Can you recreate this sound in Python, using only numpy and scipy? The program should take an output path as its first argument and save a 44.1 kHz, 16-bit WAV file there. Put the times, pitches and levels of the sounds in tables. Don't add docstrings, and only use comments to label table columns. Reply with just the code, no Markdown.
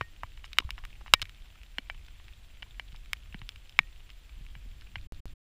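import sys
import numpy as np
from scipy import signal
from scipy.fft import rfft, irfft
from scipy.io import wavfile

SR = 44100
rng = np.random.default_rng(int(sys.argv[2]) if len(sys.argv) > 2 else 0)


def to_wav(s):
    ch = np.atleast_2d(s).T
    pcm = np.round(np.clip(ch, -1, 1) * 32767)
    wavfile.write(sys.argv[1], SR, pcm.astype(np.int16))


N = 242529
TIME = np.arange(N) / SR
STOP_S = 5.072
PAT_LAG_MS, PAT_REBOUND = 1.037, 0.56


def from_db(db):
    return 10 ** (np.asarray(db) / 20)


def rms_one(x):
    return x / np.sqrt(np.mean(x ** 2) + 1e-20)


def add(out, s, sound):
    i = max(round(s * SR), 0)
    out[i:i + len(sound)] += sound[:max(N - i, 0)]


def cut(x, hz, kind, order):
    return signal.sosfilt(signal.butter(order, min(hz, .45 * SR), kind, fs=SR, output="sos"), x + 1e-18)


def noise(spectrum):
    hz, db = np.transpose(spectrum)
    bin_hz = np.maximum(np.arange(N // 2 + 1) * SR / N, 1)
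    gain = from_db(np.interp(np.log(bin_hz), np.log(hz), db))
    return rms_one(irfft(rfft(rng.standard_normal(N)) * gain, N))


def damped(hz, t60, rise=0.):
    t = np.arange(int(t60 * SR)) / SR
    return np.sin(2 * np.pi * hz * t * (1 + rise * t / t60 / 2)) * np.exp(-np.log(1000) * t / t60)


def far_rain(level_db=-64.5):
    # (frequency [Hz], relative density [dB])
    spectrum = [(180, -28), (300, -0.5), (412, -7), (447, -6.5), (645, -4.5), (1010, -6.5), (1100, -6.5),
                (1970, -3), (3240, -1.5), (5340, -11), (14700, -20), (16000, -32.5)]
    return from_db(level_db) * noise(spectrum)


def rumble():
    # (frequency [Hz], relative density [dB])
    spectrum = [(12, -4), (25, 1.5), (42, 1), (62, -6), (100, -14.5), (135, -23.5), (226, -30.5),
                (400, -41.5), (650, -65)]
    # (time [s], level [dB])
    swell = [(0.0, -48.5), (0.55, -47), (0.7, -44.5), (1.15, -46), (1.8, -51), (1.93, -45), (2.2, -49),
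             (3.4, -46), (3.67, -49), (4.27, -49.5), (4.4, -44), (4.92, -45.5), (5.0, -40.5)]
    return from_db(np.interp(TIME, *np.transpose(swell))) * noise(spectrum)


def whine(pulse_hz=15, depth=.85):
    # (pitch [Hz], wander [Hz], level [dB])
    tones = [(7360, 24, -82.5), (14750, 110, -83.5)]
    out = np.zeros(N)
    for hz, wander_hz, db in tones:
        drift = rms_one(cut(rng.standard_normal(N), 2 * wander_hz, "low", order=2))
        pitch = hz + wander_hz * drift
        out += from_db(db) * np.sqrt(2) * np.sin(2 * np.pi * np.cumsum(pitch) / SR)
    return out * (1 + depth * np.cos(2 * np.pi * pulse_hz * (TIME - .05)))


def small_drops(softest_db=-57.5, spread_db=4., centre_hz=2900., octaves=0.74, cycles=16, count=640):
    out = np.zeros(N)
    for when, size, pitch in rng.random((count, 3)):
        hz = centre_hz * 2 ** (octaves * (pitch - .5))
        size_db = spread_db * min(-np.log(1 - size), 3.5)
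        add(out, when * STOP_S, from_db(softest_db + size_db) * damped(hz, cycles / hz, rise=0.22))
    return out


def through_case(x):
    # (centre [Hz], width [Hz], boost [dB])
    resonances = [(1265, 680, 5.5), (1930, 330, -2), (2230, 228.0, 6.5), (2937, 486.0, 10),
                  (3783, 180, 7.5), (4250, 170, 4.5), (5175, 330, 11.5), (6850, 900, 5), (9000, 430, 5.5)]
    for hz, width, boost_db in resonances:
        radius = np.exp(-np.pi * width / SR)
        poles = [1, -2 * radius * np.cos(2 * np.pi * hz / SR), radius ** 2]
        band = signal.lfilter([1, 0, -1], poles, x + 1e-18) * (1 - radius ** 2) / 2
        x = x + (from_db(boost_db) - 1) * band
    return x


def sprays(bass_hz=800.):
    # (time [s], length [s], level before filtering [dB], treble cut [Hz])
    bursts = [(0.01, 0.005, -25.5, 1190), (.448, 0.012, -55, 7000), (.6, 0.006, -31.5, 1900),
              (0.784, 0.0064, -43, 1960), (1.009, .008, -41, 1000), (1.067, 0.01, -49, 2520),
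              (1.2207, 0.0077, -33, 3900), (1.444, 0.022, -53.5, 1602), (2.063, .004, -56, 4500)]
    out = np.zeros(N)
    t = TIME[:SR // 20]
    for s, length, db, treble_hz in bursts:
        rush = rng.standard_normal(len(t)) * (t < length)
        add(out, s, from_db(db) * cut(rush, treble_hz, "low", order=2))
    return through_case(cut(out, bass_hz, "high", order=1))


def tap(bass_hz, treble_hz, crack_db, lag_ms, rebound, wet_db=-30.5, wet_s=0.0026):
    n = np.arange(1024)
    wash_age = n / (wet_s * SR)
    wash = from_db(wet_db) * rng.standard_normal(len(n)) * np.exp(-wash_age) * np.minimum(wash_age, 1)
    blow = (n == 0) + wash
    body = cut(blow, treble_hz, "low", order=4)
    push = cut(body + from_db(crack_db) * blow, bass_hz, "high", order=2)
    bounce = rebound * np.interp(n - lag_ms * SR / 1000, n, push, left=0)
    sound = through_case(push + bounce)
    return sound / np.abs(sound).max()


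def strike(s, db, contact, ring_db, uneven_db=3.):
    # (pitch [Hz], relative level [dB], t60 [s])
    modes = [(2320, -1, 0.049), (1961, -7.5, .03), (2610, -6, 0.012), (3004, -17, 0.06),
             (3630, -13.5, 0.022), (4974, -17, 0.026)]
    out = np.zeros(N)
    add(out, s, from_db(db) * contact)
    for hz, mode_db, t60 in modes:
        level_db = db + ring_db + mode_db + uneven_db * rng.uniform(-1.2, 1)
        add(out, s, from_db(level_db) * damped(hz, t60))
    return out


def hits(ping_hz=1860, ping_t60_s=0.19):
    # (time [s], level before overload [dB], bass cut [Hz], treble cut [Hz],
    # relative crack [dB], rebound lag [ms], rebound [share], ping level [dB])
    drops = [(0.0114, -15, 514, 1800, -53, 1.46, -0.19, -43),
             (0.586, 0.16, 980, 3600, -21, 1.19, -0.3, -66),
             (1.1374, 14.5, 379.5, 4100, -20.5, 0.44, -0.21, -42),
             (3.1324, -12.5, 2390, 2280, -23.5, 0.72, -0.31, -63),
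             (3.7904, 0.2, 2295, 1960, -41.5, 0.67, -0.57, -47.5)]
    out = np.zeros(N)
    for s, db, bass_hz, treble_hz, crack_db, lag_ms, rebound, ping_db in drops:
        out += strike(s, db, tap(bass_hz, treble_hz, crack_db, lag_ms, rebound), ring_db=-39)
        add(out, s, from_db(ping_db) * damped(ping_hz, ping_t60_s))
    return out


def thumps(cycles=6, cutoff_ratio=2.8):
    # (time [s], level [dB], pitch [Hz])
    jolts = [(0.012, -28.5, 110), (0.238, -35, 96.5), (.601, -36.5, 300), (.648, -27, 69), (1.138, -35, 95),
             (1.224, -33.5, 84), (1.788, -34.5, 258), (2.93, -42.5, 128), (3.347, -31.5, 184),
             (3.419, -34.5, 107), (3.802, -36, 153), (4.41, -41.5, 143), (4.563, -41.5, 124),
             (4.66, -45.5, 232), (4.967, -35.5, 100.7)]
    out = np.zeros(N)
    for s, db, hz in jolts:
        add(out, s, from_db(db) * cut(damped(hz, cycles / hz), cutoff_ratio * hz, "low", order=2))
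    return out


def pats(bass_hz=670, crack_db=-36.5):
    # (time [s], level [dB], treble cut [Hz])
    drops = [(0.2341, -21.5, 1550), (0.376, -40, 3020), (0.443, -30.5, 2900), (0.571, -39, 3300),
             (0.6918, -33, 1620), (0.7802, -31, 2310), (0.8387, -34.5, 2300), (1.0622, -34.5, 1800),
             (1.0799, -33.5, 2490), (1.948, -43.5, 2800), (2.2, -45.5, 2030), (2.9463, -43, 1590),
             (3.4168, -32.5, 2800)]
    out = np.zeros(N)
    for s, db, treble_hz in drops:
        contact = tap(bass_hz, treble_hz, crack_db, PAT_LAG_MS, PAT_REBOUND, wet_db=-24., wet_s=.0028)
        out += strike(s, db, contact, ring_db=-27)
    return out


def varied_rebound(lag_ms, share):
    late, sign = rng.uniform(-1, 1, 2)
    return lag_ms * 2 ** (late / 2), np.sign(sign) * share


def faint_taps(softest_db=-48., range_db=12., dull_hz=1900., bright_hz=3600., count=14):
    out = np.zeros(N)
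    for when, size, hardness in rng.random((count, 3)):
        treble_hz = dull_hz * (bright_hz / dull_hz) ** hardness
        lag_ms, rebound = varied_rebound(PAT_LAG_MS, PAT_REBOUND)
        contact = tap(bass_hz=1300., treble_hz=treble_hz, crack_db=-25.5,
                      lag_ms=lag_ms, rebound=rebound, wet_db=-17.5, wet_s=0.0031)
        add(out, when * STOP_S, from_db(softest_db + range_db * size) * contact)
    return out


def ticks(usual_db=-29.5, usual_crack_db=-22, crack_per_db=0.38):
    # (time [s], level [dB], bass cut [Hz], treble cut [Hz])
    drops = [(0.5318, -24.5, 2000, 4400), (0.706, -19, 1800, 3860), (0.8517, -29, 1740, 2280),
             (1.2175, -14.5, 2310, 4540), (1.2551, -33, 1800, 2970), (1.2946, -33, 2360, 3000),
             (1.6333, -39, 2870, 2290), (2.2824, -37, 1400, 3080), (2.9615, -39, 4200, 3800),
             (3.0591, -41.5, 2680, 2440), (3.4911, -21.5, 2500, 4330), (3.5598, -35.5, 2000, 3200),
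             (3.695, -36, 4400, 3900), (4.1027, -35, 2230, 3600), (4.4653, -40, 2120, 2530),
             (4.8111, -38, 2010, 4400)]
    out = np.zeros(N)
    for s, db, bass_hz, treble_hz in drops:
        crack_db = usual_crack_db + crack_per_db * (db - usual_db)
        lag_ms, rebound = varied_rebound(lag_ms=.5, share=.25)
        contact = tap(bass_hz, treble_hz, crack_db, lag_ms, rebound, wet_db=-17.5, wet_s=0.0014)
        out += strike(s, db, contact, ring_db=-33)
    return out


def bubbles(cycles=36):
    # (time [s], level [dB], starting pitch [Hz])
    plinks = [(.622, -47, 990), (0.644, -55, 1060), (.672, -62, 1300), (0.798, -56, 1010),
              (2.335, -46, 3300), (2.624, -32, 2890), (2.663, -59, 950), (2.709, -42.5, 3350),
              (3.326, -40, 2560), (3.392, -44, 3770), (4.983, -43, 2280)]
    out = np.zeros(N)
    for s, db, hz in plinks:
        add(out, s, from_db(db) * damped(hz, cycles / hz, rise=0.51))
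    return out


def knocks(bass_hz=940):
    # (time [s], level [dB], treble cut [Hz], relative crack [dB], relative ring [dB])
    drops = [(1.7841, -15.5, 3000, -28, -26), (1.8993, -22, 2200, -48, -13.5),
             (2.6282, -27.5, 2900, -46, -19.5), (2.7968, -22, 2720, -27, -19.5),
             (3.3444, -29.5, 2380, -48, -19), (4.5529, -37, 2500, -44, -11), (4.957, -22, 2600, -50, -21.5)]
    out = np.zeros(N)
    for s, db, treble_hz, crack_db, ring_db in drops:
        contact = tap(bass_hz, treble_hz, crack_db, lag_ms=0.803, rebound=-0.74,
                      wet_db=-21.5, wet_s=0.0021)
        out += strike(s, db, contact, ring_db)
    return out


def stutter(sound, repeats_at_s=(5.1225, 5.256), repeat_s=.083, click_db=-34., click_s=0.0034):
    out = sound * np.clip((STOP_S - TIME) / .006, 0, 1)
    last_moment = out[round((STOP_S - repeat_s) * SR):round(STOP_S * SR)].copy()
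    click = from_db(click_db) * np.exp(-TIME[:len(last_moment)] / click_s)
    for s in repeats_at_s:
        add(out, s, last_moment + click)
    return out


def scene():
    bed = far_rain() + rumble()
    near_drops = hits() + knocks() + ticks() + pats() + faint_taps()
    return (bed + near_drops + small_drops() + sprays() + thumps() + bubbles() + whine())[None]


def record(dry, ceiling=.95, hardness=16, cutoff_hz=16300):
    clipped = dry[0] / (1 + (dry[0] / ceiling) ** hardness) ** (1 / hardness)
    steep_lowpass = signal.cheby2(16, 70, cutoff_hz, fs=SR, output="sos")
    return signal.sosfilt(steep_lowpass, stutter(clipped))[None]


dry = scene()
out = record(dry)
to_wav(out)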